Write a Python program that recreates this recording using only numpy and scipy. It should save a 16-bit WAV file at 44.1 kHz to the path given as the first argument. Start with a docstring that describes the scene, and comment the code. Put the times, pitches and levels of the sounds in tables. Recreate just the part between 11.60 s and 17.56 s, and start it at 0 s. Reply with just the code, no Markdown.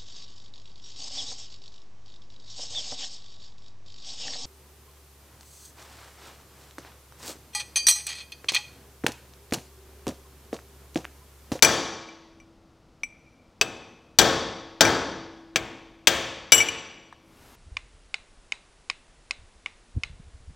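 """In a workshop, heard from one microphone position, a hammer drives a chisel against a cast axle's hub.
The first blow cracks, sets casting and room ringing and overloads the microphone; light taps then place
the hammer. Six more blows follow, weak and strong, the last three on the side of the hub, while the
hand-held chisel rings and chatters on its seat. At the end come a small click as the tools are lifted
and a faint swish of cloth as the arms draw back."""
import sys
import numpy as np
from scipy import signal
from scipy.fft import rfft, irfft
from scipy.io import wavfile
from scipy.ndimage import uniform_filter1d

SR = 44100
rng = np.random.default_rng(int(sys.argv[2]) if len(sys.argv) > 2 else 0)


def dump_mix(stems):
    """Bounce the given channels to the path in sys.argv[1] as a 16-bit WAV at rate SR."""
    frames = np.atleast_2d(stems).T  # one column per channel
    limited = np.clip(frames, -1, 1)  # hard clip at full scale
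    pcm = np.round(limited * 32767).astype(np.int16)
    wavfile.write(sys.argv[1], SR, pcm)


N = 262647
TIME = np.arange(N) / SR
RING_SIZE = 81920
AGE, BINS = np.arange(RING_SIZE) / SR, np.fft.rfftfreq(RING_SIZE, 1 / SR)
# hammer blows: (time [s], force [dB], brightness [dB/octave], pitch the struck spot favours [Hz],
# chisel ring [dB], edgewise over flat bending [dB], pitch rise from the seat [Hz])
HAMMER_BLOWS = [(0.0238, -1.34, 1, 6370, -3, -11, 68), (2.0127, -20.5, -1.1, 3400, -4.5, -8.5, 340),
                (2.5871, 0, 0, 3480, -7.5, -1, 124), (3.208, -0.96, -0.52, 1590, -19.5, -12, 100),
                (3.9591, -19, -1.84, 2300, -15, -2, 370), (4.4716, -5.5, 0.42, 560, -12.5, 3.5, 560),
                (4.9207, -7.5, 0.1, 2640, 0, -3.5, 13)]


def clang(crack_t60=0.059, build_s=0.0013):
    """Countless close modes of casting and room: each blow gives a short crack, then a diffuse tail."""
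    # dense ring of casting and room: (frequency [Hz], density [dB/Hz])
    body = [(25, -76.5), (55, -54), (85, -50.5), (280, -49), (550, -48.5), (1000, -50), (1650, -55.5),
            (1950, -55.5), (3300, -58), (4050, -58.5), (5200, -60), (7300, -62), (9000, -72), (12000, -79),
            (15000, -69.5)]
    # clusters of close modes in the hub: (centre [Hz], width [Hz], lift [dB])
    clusters = [(1680, 89, 4), (2300, 1100, 2), (3295, 370, 5), (3610, 300, 4), (4610, 90, 9),
                (5280, 37, 7.5), (5960, 250, 7.5), (9300, 200, 2.5)]
    # colour of the crack against the tail: (frequency [Hz], gain [dB])
    crack_colour = [(100, -4.5), (500, 3.5), (1200, 5), (2500, 8.5), (6000, 13.5), (14000, 9)]
    out = np.zeros(N)
    cluster_db = sum(db / (1 + (2 * (BINS - hz) / width) ** 2) for hz, width, db in clusters)
    body_db = at_hz(body, BINS) + cluster_db
    for blow in HAMMER_BLOWS:
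        s, force_db = blow[:2]
        density_db = body_db + blow_level(blow, BINS)
        crack_db = 8 - 0.39 * force_db   # the crack stands out more in weak blows
        crack = irfft(noise_bins(density_db + at_hz(crack_colour, BINS) + crack_db))
        add(out, s, crack * fade(AGE, crack_t60) + room_tail(density_db, build_s))
    return out


def axle(gain_db=3, swell_s=0.00098, scatter_db=1.5):
    """The clear modes of the casting; every blow shares its force out a little differently."""
    # axle modes: (frequency [Hz], level [dB], t60 [s])
    modes = [(124, -39, .9), (278, -35, .9), (329, -41, 3.2), (338, -25, .7), (390, -33, .8),
             (453, -25, .9), (537, -27, .95), (614, -29, .5), (645, -26, .45), (682, -32, .8),
             (764, -28, .85), (872, -28, .95), (957, -37, 1.3), (1067, -37, 1.1), (1109, -30, 1.1),
             (1256, -33, .9), (1313, -30, .7), (1476, -30, .8), (1582, -21, .25), (1602, -28, .6),
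             (1775, -28, .7), (2654, -30, .2), (3257, -31, .5), (3703, -32, .45)]
    out = np.zeros(N)
    for hz, level_db, t60 in modes:
        mode = ring(hz, t60)
        mode *= 1 - np.exp(-TIME[:len(mode)] / swell_s)   # the blow takes time to spread through the iron
        for blow in HAMMER_BLOWS:
            mode_db = gain_db + level_db + blow_level(blow, hz) + rng.normal(0, scatter_db)
            add(out, blow[0], mode * from_db(mode_db))
    return out


def blow_level(blow, hz, move_s=3.7, pivot_hz=2150, spot_lift_db=3.5, spot_octaves=0.17):
    """Level of a blow at a frequency: its force, the spot struck and a tilt from the contact time."""
    # the casting's answer on top of the hub, before move_s: (frequency [Hz], gain [dB])
    top_of_hub = [(50, 1), (300, 2), (1000, -1), (1600, 0), (2800, -3.5), (4800, 1), (7000, -1), (12000, 0)]
    # its answer at the side of the hub, afterwards: (frequency [Hz], gain [dB])
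    side_of_hub = [(50, 1.5), (300, -1.5), (1000, -3.5), (2500, 3.5), (5000, -1.5), (12000, 3)]
    s, force_db, brightness, spot_hz = blow[:4]
    hz_above_bass = np.maximum(hz, 280)   # the tilt levels off in the bass
    tilt_db = brightness * np.log2(hz_above_bass / pivot_hz)
    spot_db = spot_lift_db * np.exp(-(np.log2(hz_above_bass / spot_hz) / spot_octaves) ** 2)
    return force_db + at_hz(top_of_hub if s < move_s else side_of_hub, hz) + tilt_db + spot_db


def chisel(seated_share=0.25, seat_damping_hz=43.7, choke_t60=0.12, tick_t60=0.019):
    """A steel bar ticks and rings; pressed on its seat, it bends at a higher pitch and stops sooner."""
    # chisel modes: (way of vibrating, frequency [Hz], level [dB], t60 [s])
    modes = [("flat", 2293, -1, .15), ("flat", 5832, 0, .13), ("flat", 10195, -12, .14),
             ("edge", 2937, 0, .17), ("edge", 7418, 0, .11), ("edge", 13360, -20, .12),
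             ("length", 7924, -1, .25), ("length", 14135, -6, .2), ("length", 14915, -14, .12)]
    out, lowest_hz = np.zeros(N), modes[0][1]
    tick_band = signal.butter(2, [900, 6000], "band", fs=SR, output="sos")
    touches = sorted(contacts())
    next_times = [touch[0] for touch in touches[1:]] + [N / SR]
    for touch, next_s in zip(touches, next_times):
        s, ring_db, edgewise_db, lengthwise_db, hardness, tick_db, seat_hz = touch
        slant = np.arctan(from_db(edgewise_db))
        drive = {"flat": np.cos(slant), "edge": np.sin(slant), "length": from_db(lengthwise_db)}
        ring_share = seated_share + (1 - seated_share) * np.exp(-abs(seat_hz) / seat_damping_hz)
        for way, hz, level_db, t60 in modes:
            overtone_db = hardness * np.log2(hz / lowest_hz)   # hard contacts favour the overtones
            gain = drive[way] * from_db(ring_db + level_db + overtone_db)
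            seat_feel = .75 if way == "length" else 1   # the seat damps lengthwise ring less than bending
            mode = ring(hz, t60 * ring_share ** seat_feel, seat_hz * (way == "flat"))
            since_next = np.maximum(TIME[:len(mode)] - (next_s - s), 0)
            choke = fade(since_next, choke_t60)   # the next contact stops what still rings
            add(out, s, gain * mode * choke * chatter(len(mode), seat_hz))
        tick = signal.sosfilt(tick_band, rng.standard_normal(RING_SIZE // 10))
        add(out, s, 2 * from_db(tick_db) * tick * fade(AGE[:len(tick)], tick_t60))
    return out


def contacts(blow_lengthwise_db=-13.5, tap_lengthwise_db=-15, tap_tick_db=-17):
    """Every blow and light tap, with the way it excites the chisel."""
    # the hammer settles on the chisel, or the chisel bounces on its seat: (time [s], ring [dB],
    # edgewise over flat bending [dB], hardness [dB/octave], pitch rise from the seat [Hz])
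    taps = [(0.048, -2.5, -14, 0, 103), (0.4874, -33.5, -13, -13, 49), (0.801, -41.5, -16.5, -7.5, 50),
            (1.4342, -17.5, -28.5, -7.5, 55), (2.615, -13, -7.5, -1.5, 83), (3.2513, -11, -24, -4, 62),
            (4.946, -14, 6, 4, 2), (4.9799, -12.5, 8, 0.5, 6), (5.0038, -8.5, -27, -6, 9),
            (5.013, -14, -9, -1.5, 30), (5.0865, -15, -2, -4, 86)]
    for s, force_db, _, _, ring_db, edgewise_db, seat_hz in HAMMER_BLOWS:
        hardness = 3.5 + 0.36 * force_db   # stronger contacts are shorter, so brighter
        tick_db = -22 - 0.0012 * seat_hz   # slightly softer on a firm seat
        yield s, ring_db, edgewise_db, blow_lengthwise_db, hardness, tick_db, seat_hz
    for s, ring_db, edgewise_db, hardness, seat_hz in taps:
        yield s, ring_db, edgewise_db, tap_lengthwise_db, hardness, ring_db + tap_tick_db, seat_hz


def chatter(size, seat_hz, depth=.25, rate_hz=180, firm_seat_hz=60):
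    """The blade buzzes against its seat, which roughens the ring; a free bar rings clean."""
    return 1 + depth * min(abs(seat_hz) / firm_seat_hz, 1) * flutter(size, rate_hz)


def small_click(gain_db=-8, rub_t60=0.02):
    """A brief dull knock as the tools are lifted away: a short rub excites damped modes."""
    # the knock: (time [s], level [dB])
    clicks = [(5.526, -31.5)]
    # its modes: (frequency [Hz], level [dB], t60 [s])
    modes = [(674, 3.5, 0.011), (1130, 6, 0.0088), (1714, 2.5, 0.012), (3750, -6, .006),
             (8350, -8.5, 0.006)]
    out, rub_size = np.zeros(N), RING_SIZE // 20
    for s, click_db in clicks:
        for hz, level_db, t60 in modes:
            rub = rng.standard_normal(rub_size) * fade(AGE[:rub_size], rub_t60)
            knock = signal.fftconvolve(rub / np.linalg.norm(rub), ring(hz, t60))
            add(out, s, from_db(click_db + level_db + gain_db) * knock)
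    return out


def swish(whistle_db=-16, whistle_width_hz=120):
    """Sliding cloth: soft noise with a thin whistle that rises as the motion speeds up."""
    # colour of the cloth noise: (frequency [Hz], relative density [dB])
    cloth = [(35, -37.5), (60, 0), (153, -16), (354, -19), (398, -6), (527, -21), (803, -11.5),
             (1250, -15.5), (12400, -28.5), (16000, -35.5)]
    # swell of the motion: (time [s], level [dB])
    swell = [(5.55, -79), (5.7, -60.5), (5.82, -53.5), (5.95, -52)]
    # glide of the whistle: (time [s], pitch [Hz])
    glide = [(5.68, 10100), (5.80, 11470), (5.85, 12440), (5.95, 13100)]
    level = from_db(np.interp(TIME, *np.transpose(swell))) * (TIME > swell[0][0])
    pitch = np.interp(TIME, *np.transpose(glide))
    whistle = np.sin(2 * np.pi * np.cumsum(pitch) / SR) * flutter(N, whistle_width_hz)
    return level * (steady_noise(cloth) + from_db(whistle_db) * whistle)


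def workshop(x, wet_db=-20):
    """Direct sound at the microphone plus the reverberation of the room."""
    response = room_tail(0, build_s=0.0049)
    return x + from_db(wet_db) * signal.fftconvolve(x, response / np.linalg.norm(response))[:N]


def room_tail(density_db, build_s):
    """Diffuse sound that builds up and then dies band by band, the treble first."""
    # decay of the workshop: (band centre [Hz], t60 [s])
    decays = [(80, 1.0), (300, 1.0), (1000, 1.0), (2500, 1.0), (5000, .93), (7000, .74), (8500, .6),
              (11000, .5), (13000, .39), (15000, .36)]
    bins, out = noise_bins(density_db), 0
    centres, t60s = np.transpose(decays)
    for share, t60 in zip(np.eye(len(centres)), t60s):
        band = at_hz(np.column_stack([centres, share]), BINS)
        out = out + irfft(bins * band) * fade(AGE, t60)
    return out * (1 - np.exp(-AGE / build_s))


def room_tone(level_db=-56):
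    """A faint, steady, low noise behind the work."""
    # colour of the background: (frequency [Hz], relative density [dB])
    spectrum = [(15, -54.5), (25, -3.5), (170, -9.5), (270, -7), (301, -13.5), (326, -7.5), (363, -18.5),
                (476, -13), (1040, -21.5), (1370, -21), (1560, -28), (5280, -32.5), (16000, -53.5)]
    return from_db(level_db) * steady_noise(spectrum)


def ring(hz, t60, rise_hz=0, settle_s=0.0022):
    """One struck mode, of height 1; its pitch may rise as the contact tightens."""
    age = TIME[:int(1.5 * t60 * SR)]
    pitch = hz + rise_hz * (1 - np.exp(-age / settle_s))
    return np.sin(2 * np.pi * np.cumsum(pitch) / SR) * fade(age, t60) * rng.choice([-1, 1])


def flutter(size, rate_hz):
    """Random wavering of rms 1, mostly slower than rate_hz."""
    x = signal.sosfilt(signal.butter(2, rate_hz, fs=SR, output="sos"), rng.standard_normal(size))
    return x / x.std()


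def noise_bins(density_db):
    """Spectrum of a noise with the given level per Hz."""
    return rfft(rng.standard_normal(RING_SIZE)) * from_db(density_db) * np.sqrt(SR / 2)


def steady_noise(spectrum):
    """Coloured noise of rms 1."""
    hz = np.fft.rfftfreq(N, 1 / SR)
    x = irfft(rfft(rng.standard_normal(N)) * from_db(at_hz(spectrum, hz)), N)
    return x / x.std()


def from_db(db):
    """Decibels to gain."""
    return 10 ** (np.asarray(db) / 20)


def at_hz(points, hz):
    """Read a table on a log-frequency axis."""
    f, value = np.transpose(points)
    return np.interp(np.log(np.maximum(hz, 1)), np.log(f), value)


def fade(age, t60):
    """Exponential decay, 60 dB down after t60."""
    return np.exp(-np.log(1000) * age / t60)


def add(track, s, sound):
    """Mix a sound in at a time."""
    start = max(round(s * SR), 0)
    track[start:start + len(sound)] += sound[:N - start]


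def scene():
    """All sources reach one microphone position, alike in both channels."""
    background = room_tone()
    sound = clang() + axle() + workshop(chisel() + small_click()) + swish() + background
    return np.array([sound, sound])


def held_level(x, window_s=.003, release_s=.08):
    """Level detector that looks slightly ahead and lets go exponentially."""
    log_rms = np.log(np.abs(uniform_filter1d(x * x, int(window_s * SR))) + 1e-12) / 2
    return np.exp(np.maximum.accumulate(log_rms + TIME / release_s) - TIME / release_s)


def record(dry, drive_db=-1.0, right_db=-1.5, squeeze_db=8.7, stopband_hz=16600):
    """The microphone overloads; gain control ducks the right channel after each peak; the top is cut."""
    x = dry * from_db(drive_db)
    left, right = x / (1 + x ** 4) ** (1 / 4)   # soft clipping
    right = right * from_db(right_db - squeeze_db * held_level(right))
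    low_pass = signal.cheby2(16, 60, stopband_hz, fs=SR, output="sos")
    return np.clip(signal.sosfilt(low_pass, [left, right]), -1, 1)


dry = scene()
out = record(dry)
dump_mix(out)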